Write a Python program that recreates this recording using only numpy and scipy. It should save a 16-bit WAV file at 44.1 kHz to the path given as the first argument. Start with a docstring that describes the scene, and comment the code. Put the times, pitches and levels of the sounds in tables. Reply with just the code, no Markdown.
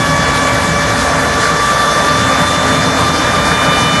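"""Beside the nozzle of a vacuum excavator as it sucks water out of a steel bucket.
The fan's passing blades make a whine, still creeping up in pitch, over the steady drone of the engine.
Turbulent air roars in the hose and hisses at the nozzle, and each gulp of water makes the hose boom
at a low resonance. A mono microphone, moving a little, hears the tones swell and fade
and rounds the highest peaks."""
import sys
import numpy as np
from scipy import signal
from scipy.fft import rfft, irfft
from scipy.io import wavfile
from scipy.ndimage import map_coordinates

SR = 44100
rng = np.random.default_rng(int(sys.argv[2]) if len(sys.argv) > 2 else 0)


def dump(signal):
    """Clip the signal to [-1, 1] and save it as 16-bit WAV at the path in sys.argv[1]."""
    limited = np.clip(np.atleast_2d(signal).T, -1, 1)
    pcm = np.round(limited * 32767).astype(np.int16)
    wavfile.write(sys.argv[1], SR, pcm)


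N = 176400

# The fan's run-up. Each row: time in seconds, blade-passing rate in Hz.
BLADE_RATE = [(0.0, 571.0), (0.5, 575.0), (1.0, 579.2), (1.5, 583.5), (2.0, 587.4), (2.5, 590.6),
              (3.0, 593.2), (3.5, 595.6), (4.0, 597.1)]
# The whine at the moving microphone. Each row: time in seconds, levels of harmonics 1 to 7 in dB.
WHINE_LEVELS = [(0, -25, -19, -22, -28, -37, -29, -50), (0.45, -25, -21, -23, -27, -40, -31, -42),
                (0.8, -24, -24, -25, -28, -44, -34, -48), (1.3, -26, -22, -25, -38, -41, -32, -37),
                (1.65, -28, -16, -24, -35, -41, -29, -38), (2.1, -26, -16, -24, -43, -43, -26, -39),
                (2.3, -25, -18, -26, -41, -39, -26, -37), (2.5, -24, -20, -30, -34, -38, -24, -36),
                (2.8, -27, -20, -36, -32, -37, -26, -35), (3.0, -28, -21, -39, -32, -38, -26, -33),
                (3.45, -28, -21, -35, -29, -33, -27, -48), (3.75, -35, -20, -38, -23.5, -25, -23.5, -39),
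                (4, -32, -20, -40, -25, -24, -23, -37)]
# Scattering by turbulence. Each entry: scattered share of the amplitude, for harmonics 1 to 7.
WHINE_SCATTER = [.04, .26, .08, .08, .06, .13, .06]
# Tones of the fan's unbalance. Each row: multiple of the shaft rate, base level in dB.
SHAFT_TONES = [(1, -28), (2, -33), (20, -35.5), (22, -39.5)]
# Tones of the engine. Each row: frequency in Hz, base level in dB.
ENGINE_TONES = [(61, -34), (122, -35), (263.8, -26.3)]
# The low drone at the moving microphone. Each row: time in seconds, gain in dB.
DRONE_GAIN = [(0, 0), (1.2, 0), (1.55, -5), (1.9, -8), (2.15, 0), (2.7, .5), (4, -1.5)]
# The rush of air through hose and nozzle. Each row: frequency in Hz, relative spectral density in dB.
AIR_SPECTRUM = [(20, -31), (35, -20), (50, -9.5), (80, -7), (120, -5.5), (220, -6), (440, -7.5),
                (600, -7.5), (760, -8.5), (1000, -7.5), (1400, -8.5), (1750, -9.5), (2000, -14),
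                (2300, -15.5), (2600, -21.5), (3500, -20), (5000, -21), (6300, -20.5), (8000, -27),
                (9500, -29.5), (11300, -30), (12000, -41)]
# Low resonant peaks and hollows in the rush of air, the deepest hollow near 370 Hz.
# Each row: centre in Hz, width in Hz, gain in dB.
RUSH_COLOUR = [(52, 14, -2), (71, 12, -4), (93, 14, -6), (115, 22, 2), (162, 38, 2.5), (245, 20, -3),
               (368, 58, -8.5)]
# Registers of the rush. Each entry: top in Hz of rumble, low boom, high boom, body, roar; hiss lies above.
REGISTER_TOPS_HZ = [80, 128, 200, 400, 2500]
# Slow swells of the rush. Each row: time in seconds, gains in dB of those five registers.
REGISTER_GAINS = [(0, 1.0, 0.0, 0.5, 0.0, -0.1), (0.45, 3.6, 1.5, -0.2, -0.5, -0.8),
                  (0.9, 3.1, 1.5, -0.5, -0.5, -0.4), (1.3, -0.1, -2.2, -1.5, -0.3, 0.0),
                  (1.8, -2.2, -3.3, -2.5, -3.0, -0.7), (2.2, -3.7, 0.1, -0.2, 0.5, 0.0),
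                  (2.6, -4.3, 0.4, -0.4, -0.3, -0.3), (3.0, -3.3, 0.5, 0.5, 0.7, 0.1),
                  (3.4, -0.5, -0.6, 0.2, 0.2, 0.7), (4, -1.5, -1.7, 2.0, 0.6, 1.2)]
# Booms of the hose. Each row: crest in seconds, pitch in Hz, peak in dB, half-amplitude width in seconds.
GULPS = [(0.11, 156, -16, .05), (0.227, 158, -19, .035), (0.53, 117, -18, .06), (0.561, 157, -17, .03),
         (0.635, 117, -18, .04), (0.713, 160, -17, .045), (0.838, 161, -18, .03), (0.9, 114, -17, .07),
         (1.182, 156, -19, .05), (1.543, 159, -17, .04), (1.706, 158, -19, .03), (2.124, 155, -18, .05),
         (2.416, 169, -15, .03), (2.586, 169, -17, .035), (2.704, 163, -20, .03), (2.795, 161, -16, .03),
         (2.881, 173, -16, .03), (3.018, 163, -17, .045), (3.04, 117, -17, .045), (3.112, 161, -20, .035),
         (3.404, 157, -18, .03), (3.52, 169, -16, .03), (3.692, 168, -17, .03), (3.855, 163, -14, .07),
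         (3.942, 158, -14, .03)]

BLADES = 7
TONE_THROB_DB = 1.8  # shaft and engine tones
FLUTTER_DB, FLUTTER_PER_S, SCATTER_PER_S = 1.1, 22, 80  # each harmonic of the whine
AIR_RMS_DB = -13.5
SURGE_DB, SURGE_PER_S = .74, 12  # shared by a whole register
FLICKER_DB, FLICKER_PER_S = 1.33, 20  # each third-octave band alone
BOOM_THROB_DB, THROB_PER_S = 1.7, 16
HISS_SPUTTER_DB, SPUTTER_PER_S = .7, 35
CEILING, CUTOFF_HZ = 1.3, 11900  # microphone; full scale is 1


def undb(db):
    """Amplitude ratio of a level in decibels."""
    return 10 ** (np.asarray(db) / 20)


def unit(x):
    """The signal scaled to an rms of 1."""
    return x / np.sqrt(np.mean(x ** 2) + 1e-18)


def curves(table):
    """Each column of a timed table, interpolated linearly to every sample."""
    times, *columns = np.array(table, float).T
    return [np.interp(np.arange(N) / SR, times, column) for column in columns]


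def walk(rate):
    """A smooth random fluctuation of rms 1, with about `rate` new values a second."""
    position = np.arange(0, N, 20) / SR * rate
    smooth = map_coordinates(rng.standard_normal(2048), [position], order=3, mode="mirror")
    return unit(smooth)[np.arange(N) // 20]


def phase(hz):
    """Phase in radians: the time integral of frequency, from a random start."""
    return 2 * np.pi * (np.cumsum(hz) / SR + rng.random())


def throbbing_tone(hz, throbs_per_s):
    """A sinusoid under random amplitude modulation, at an rms of 1."""
    return unit(np.sin(phase(hz)) * undb(TONE_THROB_DB * walk(throbs_per_s)))


def fan_whine(blade_hz):
    """Periodic blade passage radiates harmonics; turbulence modulates their amplitude and phase."""
    blade_phase, out = phase(blade_hz), 0
    for k, db in enumerate(curves(WHINE_LEVELS), 1):
        scatter = 1 + WHINE_SCATTER[k - 1] * (walk(SCATTER_PER_S) + 1j * walk(SCATTER_PER_S))
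        harmonic = np.real(scatter * np.exp(1j * (k * blade_phase + 2 * np.pi * rng.random())))
        out += np.sqrt(2) * harmonic * undb(db + FLUTTER_DB * walk(FLUTTER_PER_S))
    return out


def fan_unbalance(blade_hz):
    """Rotating unbalance forces vibration at multiples of the shaft rate; the low ones join the drone."""
    drone_db, = curves(DRONE_GAIN)
    out = 0
    for multiple, db in SHAFT_TONES:
        tone = throbbing_tone(blade_hz * multiple / BLADES, throbs_per_s=5.2)
        out += tone * undb(db + drone_db * (multiple < BLADES))
    return out


def engine_drone():
    """Tones locked to one governed speed wander together in pitch, while each throbs separately."""
    speed = 1 + .003 * walk(rate=3)
    lowest, *upper = [undb(db) * throbbing_tone(hz * speed, throbs_per_s=5.1) for hz, db in ENGINE_TONES]
    rumble_db = curves(REGISTER_GAINS)[0]
    drone_db, = curves(DRONE_GAIN)
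    return lowest * undb(rumble_db) + sum(upper) * undb(drone_db)


def air_rush():
    """Turbulence makes broadband noise, coloured by low peaks and hollows and fluctuating band by band."""
    hz = np.arange(N // 2 + 1) * SR / N + 1e-3
    source_hz, source_db = np.array(AIR_SPECTRUM, float).T
    turbulence_db = np.interp(np.log(hz), np.log(source_hz), source_db)
    colour_db = sum(db * 2 ** -(2 * (hz - centre) / width) ** 2 for centre, width, db in RUSH_COLOUR)
    spectrum = rfft(rng.standard_normal(N)) * undb(turbulence_db + colour_db)
    surging_db = [db + SURGE_DB * walk(SURGE_PER_S) for db in curves(REGISTER_GAINS)]
    rumble, low_boom, high_boom, body, roar = surging_db
    throb = BOOM_THROB_DB * walk(THROB_PER_S)
    hiss = HISS_SPUTTER_DB * walk(SPUTTER_PER_S)
    registers_db = [rumble, low_boom + throb, high_boom + throb, body, roar, hiss]
    edges_hz = 16 * 2 ** (np.arange(31) / 3)  # third octaves
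    out = 0
    for low, high in zip(edges_hz, edges_hz[1:]):
        register_db = registers_db[np.searchsorted(REGISTER_TOPS_HZ, np.sqrt(low * high))]
        band = irfft(spectrum * ((hz >= low) & (hz < high)), N)
        out += band * undb(register_db + FLICKER_DB * walk(FLICKER_PER_S))
    return undb(AIR_RMS_DB) * unit(out)


def hose_gulps():
    """Each gulp of water and air excites a low resonance of the hose, which swells for a few cycles."""
    t, out = np.arange(N) / SR, 0
    for crest, hz, db, width in GULPS:
        swell = 2 ** -(2 * (t - crest) / width) ** 2
        out += undb(db) * swell * np.sin(phase(np.full(N, hz)))
    return out


def scene():
    """Superposition: the pressures of all sources add, the same in both channels."""
    blade_hz, = curves(BLADE_RATE)
    pressure = fan_whine(blade_hz) + fan_unbalance(blade_hz) + engine_drone() + air_rush() + hose_gulps()
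    return np.tile(pressure, (2, 1))


def record(dry):
    """Soft saturation in the microphone rounds the highest peaks; a low-pass filter cuts the top treble."""
    rounded = dry / (1 + (dry / CEILING) ** 4) ** .25
    low_pass = signal.ellip(10, .2, 70, CUTOFF_HZ, fs=SR, output="sos")
    return signal.sosfilt(low_pass, rounded)


dry = scene()
out = record(dry)
dump(out)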